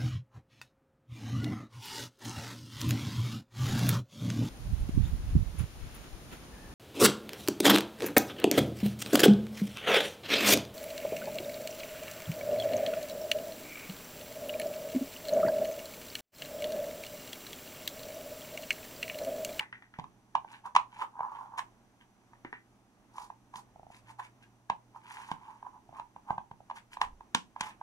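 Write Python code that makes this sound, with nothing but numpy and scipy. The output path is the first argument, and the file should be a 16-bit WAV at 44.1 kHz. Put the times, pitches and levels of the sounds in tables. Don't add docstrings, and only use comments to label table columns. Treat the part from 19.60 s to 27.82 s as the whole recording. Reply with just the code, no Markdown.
import sys
import numpy as np
from scipy import signal
from scipy.fft import rfft, irfft, next_fast_len
from scipy.io import wavfile
from scipy.ndimage import map_coordinates

SR = 44100
rng = np.random.default_rng(int(sys.argv[2]) if len(sys.argv) > 2 else 0)


def bounce(signal):
    frames = np.transpose(np.atleast_2d(signal))
    limited = np.clip(frames, -1, 1)
    pcm = np.round(limited * 32767).astype(np.int16)
    wavfile.write(sys.argv[1], SR, pcm)


N = 362502

# frequency in Hz, level in dB.
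CLACK_COLOUR = [(700, -26.5), (1350, -13), (1650, -5.5), (2000, -10), (2300, -8), (2900, -10.5),
                (4000, -21.5), (8000, -61)]
# frequency in Hz, level in dB.
HOLLOW_COLOUR = [(200, -42.5), (500, -27.5), (700, -23), (850, 0), (980, 1.5), (1130, -7.5), (1400, -18.5),
                 (1650, -22.5), (2100, -38), (4000, -53)]
POCK_HZ = 952.7


def paw_contacts():
    # time in seconds, then pock, claw and thump levels
    # in dB.
    impacts = [(0.3891, -32, -56.5, -32), (.398, -29.5, -52.5, -45), (.443, -34.5, -61, -98),
               (0.754, -11.5, -41.5, -46.5), (0.8482, -34.5, -79.5, -56), (1.1534, -16.5, -35.5, -45.5),
               (1.165, -4, -26.5, -55), (1.4213, -28, -64, -85), (1.594, -29, -79, -59),
               (1.6076, -19.5, -71.5, -46), (1.9933, -25.5, -39.5, -63), (3.5838, -27, -54, -69),
               (3.7033, -31.5, -72.5, -61), (3.941, -34.5, -64, -70), (3.9596, -37, -44.5, -50),
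               (5.1013, -14.5, -41.5, -40), (5.7166, -22, -45.5, -35.5), (6.029, -33.5, -78, -68),
               (6.0684, -34, -84, -77), (6.3989, -29.5, -57, -54), (6.564, -35, -72.5, -51.5),
               (6.707, -16, -63, -33), (6.7822, -22.5, -63, -40.5), (6.9148, -34.5, -66.5, -42.5),
               (7.1013, -28.5, -57.5, -74.5), (7.1131, -26.5, -60, -63), (7.3718, -28.5, -58, -63),
               (7.4169, -13.5, -30, -47), (7.6093, -37.5, -73, -68), (7.75, -17, -18.5, -27),
               (7.9641, -29.5, -68.5, -67), (8.0105, -22.5, -28, -40.5), (8.2146, -29, -74, -59)]
    # start in seconds, length in seconds.
    flurries = [(4.161, .16), (6.293, .055), (7.006, .02)]
    db_per_octave = 323.5
    landings = [(s, pock, POCK_HZ * 2 ** ((claw - thump) / db_per_octave), claw, thump)
                for s, pock, claw, thump in impacts]
    gap_s, pat_db, pat_hz, claw_db, thump_db = .0358, -42.5, 764, -87, -53
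    pats = [(s, pat_db, pat_hz, claw_db, thump_db)
            for start, length in flurries for s in np.arange(start, start + length, gap_s)]
    return np.transpose(landings + pats)


def paw_steps():
    s, pock_db, pock_hz, claw_db, thump_db = paw_contacts()
    pock = pulses(s, pock_db, pock_hz, swell_s=.00086, fade_s=.0011)
    overtone = pulses(s, pock_db - 25.5, 1.723 * pock_hz, swell_s=.0024, fade_s=.0035)
    clack_db = claw_db + .51 * (pock_db - claw_db) - 6
    clack = bursts(s - .0025, clack_db, CLACK_COLOUR, rise_s=.003, t60=.016)
    thump_hz = 175 * 2 ** ((claw_db + 49) / 75)
    thump = pulses(s, thump_db, thump_hz, swell_s=.00067, fade_s=.0027)
    body = pulses(s, thump_db - 3.5, .43 * pock_hz, swell_s=.0002, fade_s=.00073)
    return pock + overtone + clack + thump + body


def claw_clicks(gain_db, rise_s, t60):
    # frequency in Hz, level in dB.
    claw_colour = [(1200, -27), (2700, 2.5), (3400, 3.5), (4300, -5.5), (5400, -4.5), (6600, -4.5),
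                   (8200, -8.5), (11000, -22), (15500, -36.5)]
    s, _, _, claw_db, _ = paw_contacts()
    return bursts(s - .0025, claw_db + gain_db, claw_colour, rise_s, t60)


def scuffs():
    # middle in seconds, half length in seconds, hollow rub in dB, scrape in dB.
    slides = [(.005, .02, -46, -47.5), (0.935, .046, -55, -56), (1.064, 0.015, -36, -53.5),
              (1.386, 0.061, -55.5, -57), (1.421, .021, -32, -48.5), (1.631, 0.058, -38.5, -81),
              (1.773, 0.1, -46, -66), (1.945, 0.025, -46, -77), (1.989, 0.011, -32, -40),
              (2.419, 0.0145, -67, -64), (3.607, 0.0487, -47.5, -63), (3.973, .027, -47, -64.5),
              (4.347, 0.039, -61.5, -61.5), (4.494, 0.021, -52, -54.5), (4.599, 0.0094, -35.5, -48.5),
              (4.647, 0.023, -62, -53), (4.831, .014, -75, -63), (5.364, .015, -44.5, -66),
              (5.565, 0.092, -48, -52.5), (5.701, .04, -47.5, -56), (5.878, 0.11, -53.5, -67),
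              (6.067, 0.016, -46.5, -73), (6.154, 0.021, -52, -78), (6.377, 0.035, -44, -63.5),
              (6.706, 0.028, -41, -64), (7.173, .018, -50.5, -51), (7.334, 0.016, -56.5, -50),
              (7.43, .017, -33, -46.5), (8.054, 0.046, -44, -46.5)]
    # time in seconds, offset in dB.
    fur_balance = [(2.4, -11), (3.6, 5), (3.98, 6.5), (4.6, -12.5), (5.55, -6.5), (6.5, -10)]
    # frequency in Hz, level in dB.
    fur_colour = [(1200, -31), (3000, -3.5), (4300, -0.5), (6500, 0), (8300, 1), (12500, -11.5),
                  (15000, -26)]
    middle, half, rub_db, scrape_db = np.transpose(slides)
    fur_db = scrape_db + np.interp(middle, *np.transpose(fur_balance))
    t, coarse_t = np.arange(N) / SR, np.arange(0, N, SR // 500) / SR
    strokes = np.exp(-((coarse_t - middle[:, None]) / half[:, None]) ** 2)

    def envelope(db):
        return np.interp(t, coarse_t, np.sqrt(amp(db) ** 2 @ strokes ** 2))

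    rub = envelope(rub_db) * (friction(HOLLOW_COLOUR, rough_db=4.5, rate=220) + pad_catches())
    rasp = envelope(scrape_db) * friction(CLACK_COLOUR, rough_db=7, rate=400)
    fur = envelope(fur_db) * friction(fur_colour, rough_db=4, rate=130)
    return rub + rasp + fur


def friction(colour, rough_db, rate):
    grain = rng.standard_normal(N) * amp(rough_db * np.clip(wobble(rate), -2, 2))
    return coloured(grain, colour)


def pad_catches(per_second=50, over_rub_db=3, spread_db=.5):
    count = int(per_second * N / SR)
    when, size = np.transpose(rng.random((count, 2)))
    levels = over_rub_db + spread_db * (2 * size - 1)
    return pulses(when * N / SR, levels, np.full(count, POCK_HZ), swell_s=.0009, fade_s=.0011)


def toy_knocks():
    # start in seconds, then rattle, body and thump levels in dB.
    hits = [(.007, -37.5, -38, -62), (.029, -40, -61, -86), (0.127, -35.5, -70, -85),
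            (0.223, -46, -57.5, -72), (0.339, -45.5, -58, -78), (2.733, -57, -50.5, -76),
            (2.848, -39.5, -42, -40.5), (2.928, -34, -41, -46.5)]
    # frequency in Hz, level in dB.
    plastic_colour = [(600, -22.5), (1400, -4), (1900, 5.5), (2400, -5.5), (3400, -18), (4500, -31.5),
                      (14000, -58)]
    # frequency in Hz, level in dB.
    thump_colour = [(30, -19), (150, -16.5), (240, 19), (480, 4), (1500, -56)]
    s, rattle_db, body_db, thump_db = np.transpose(hits)
    rattle = bursts(s, rattle_db, plastic_colour, rise_s=.00022, t60=.021)
    linger = bursts(s, rattle_db - 15, plastic_colour, rise_s=.012, t60=.167)
    body = bursts(s, body_db, HOLLOW_COLOUR, rise_s=.0004, t60=.034)
    thump = bursts(s, thump_db, thump_colour, rise_s=.00085, t60=.034)
    return rattle + linger + body + thump


def nudge(middle_s=7.5, half_s=.085):
    # frequency in Hz, level in dB.
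    rumble_colour = [(20, -5), (40, -1.5), (70, -9), (140, -30), (400, -85)]
    swell = np.exp(-((np.arange(N) / SR - middle_s) / half_s) ** 2)
    return amp(-52.5) * swell * noise(rumble_colour)


def ceiling_echo(x, delay_s, dull_hz):
    return filtered(x, lambda hz: np.exp(-2j * np.pi * hz * delay_s) / (1 + (hz / dull_hz) ** 2))


def room_tail(build_s):
    # frequency in Hz, time to fall 60 dB in seconds.
    decay_times = [(200, .32), (600, .22), (1000, .18), (3000, 0.15), (14000, 0.16)]
    hz, t, bands = signal.stft(rng.standard_normal((2, SR // 3)), SR, nperseg=256)
    decay = amp(-60 * t / along(decay_times, hz)[:, None])
    onset = 1 - np.exp(-t / build_s)
    ring = signal.istft(bands * decay * onset, SR, nperseg=256)[1]
    return ring / np.linalg.norm(ring[0])


def room_reverb(x, stretches=24):
    shared, apart = np.zeros((2, N))
    edges = np.linspace(0, N, stretches + 1).astype(int)
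    for start, end in zip(edges, edges[1:]):
        answer = signal.fftconvolve(x[None, start:end], room_tail(build_s=.0044), axes=1)
        add(shared, start / SR, answer[0])
        add(apart, start / SR, answer[1])
    return ports(shared) + opposed(apart)


def room_tone():
    # frequency in Hz, level in dB.
    air_colour = [(15, -45), (25, -9.5), (86, -16), (122, -9.5), (156, -20.5), (193, -7), (349, -14),
                  (509, -22), (804, -16), (1340, -25), (4870, -42), (5880, -37), (15500, -51.5)]
    # frequency in Hz, gain in dB.
    air_width = [(100, -11), (700, -11.5), (2500, -0.5), (6000, -5.5)]
    diffuse = filtered(noise(air_colour), lambda hz: amp(along(air_width, hz)))
    air = (ports(noise(air_colour)) + opposed(diffuse)) * amp(-66 + 1.4 * wobble(7.4))
    hiss = amp(-79.5) * coloured(rng.standard_normal((2, N)), [(6000, 0), (11000, -3), (15500, -15)])
    return air + hiss


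def appliance(hum_hz=119.5, whine_hz=6002):
    # time in seconds, level in dB.
    hum_levels = [(3.4, -69.5), (4.2, -64), (5.2, -64.5), (5.8, -72)]
    t = np.arange(N) / SR
    hum_db = np.interp(t, *np.transpose(hum_levels)) + 2 * wobble(6.2)
    hum = amp(hum_db) * np.sin(2 * np.pi * hum_hz * t + .5 * wobble(11))
    whine = amp(-85.5 + wobble(2.5)) * np.sin(2 * np.pi * whine_hz * t + .44 * wobble(80))
    return hum + whine


def ports(x):
    # frequency in Hz, lead in milliseconds.
    lead_ms = [(950, .125), (2300, .17), (3000, .2), (4000, .16), (8000, .18)]
    # frequency in Hz, left minus right in dB.
    shading = [(700, -2), (1100, -4), (2000, 1.3), (4000, -1), (8000, .8)]

    def response(hz):
        left = amp(along(shading, hz) / 2) * np.exp(1j * np.pi * hz * along(lead_ms, hz) / 1000)
        return np.array([left, 1 / left])

    return filtered(x, response)


def opposed(x):
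    return ports(x) * np.array([[1], [-1]])


def pulses(times, levels, pitches, swell_s, fade_s):
    out, t = np.zeros(N), np.arange(-SR // 40, SR // 40) / SR
    shape = 1 / np.cosh(t / np.where(t < 0, swell_s, fade_s))
    for s, db, hz, phase in zip(times, levels, pitches, rng.random(len(times))):
        add(out, s + t[0], amp(db) * shape * np.cos(2 * np.pi * (hz * t + phase)))
    return out


def bursts(times, levels, colour, rise_s, t60):
    out, grain, t = np.zeros(N), noise(colour), np.arange(SR // 4) / SR
    shape = (1 - np.exp(-t / rise_s)) * amp(-60 * t / t60)
    shape /= shape.max()
    shape_rms = np.sqrt(np.mean(shape ** 2))
    for s, db, start in zip(times, levels, rng.integers(0, N - len(t), len(times))):
        add(out, s, amp(db) * shape_rms * unit(grain[start:start + len(t)] * shape))
    return out


def amp(db):
    return 10 ** (np.asarray(db) / 20)


def unit(x):
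    return x / np.sqrt(np.mean(x ** 2) + 1e-20)


def along(points, hz):
    freqs, values = np.transpose(points)
    return np.interp(np.log(hz + 1), np.log(freqs), values)


def filtered(x, response):
    size = next_fast_len(N + 8192)
    return irfft(rfft(x, size) * response(np.fft.rfftfreq(size, 1 / SR)), size)[..., :N]


def coloured(x, colour):
    return unit(filtered(x, lambda hz: amp(along(colour, hz))))


def noise(colour):
    return coloured(rng.standard_normal(N), colour)


def wobble(rate):
    return map_coordinates(rng.standard_normal(N // 10), [np.arange(N) * rate / SR])


def add(track, s, sound):
    part = track[max(round(s * SR), 0):][:len(sound)]
    part += sound[:len(part)]


def scene():
    paws, rubs, knocks = paw_steps(), scuffs(), toy_knocks()
    direct = paws + claw_clicks(gain_db=-1.5, rise_s=.00023, t60=.025) + rubs + knocks
    echo = amp(-17) * ceiling_echo(direct, delay_s=.0241, dull_hz=2000)
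    walls = room_reverb(amp(-13) * paws + amp(-9) * rubs + amp(-13) * knocks)
    scatter = opposed(claw_clicks(gain_db=-8.5, rise_s=.0003, t60=.016))
    wash = ports(claw_clicks(gain_db=-25.5, rise_s=.0038, t60=.19))
    wash += opposed(claw_clicks(gain_db=-30, rise_s=.0079, t60=.19))
    return ports(direct + echo + nudge()) + scatter + walls + wash + room_tone() + ports(appliance())


def record(dry):
    return filtered(dry, lambda hz: hz < 15730)


dry = scene()
out = record(dry)
bounce(out)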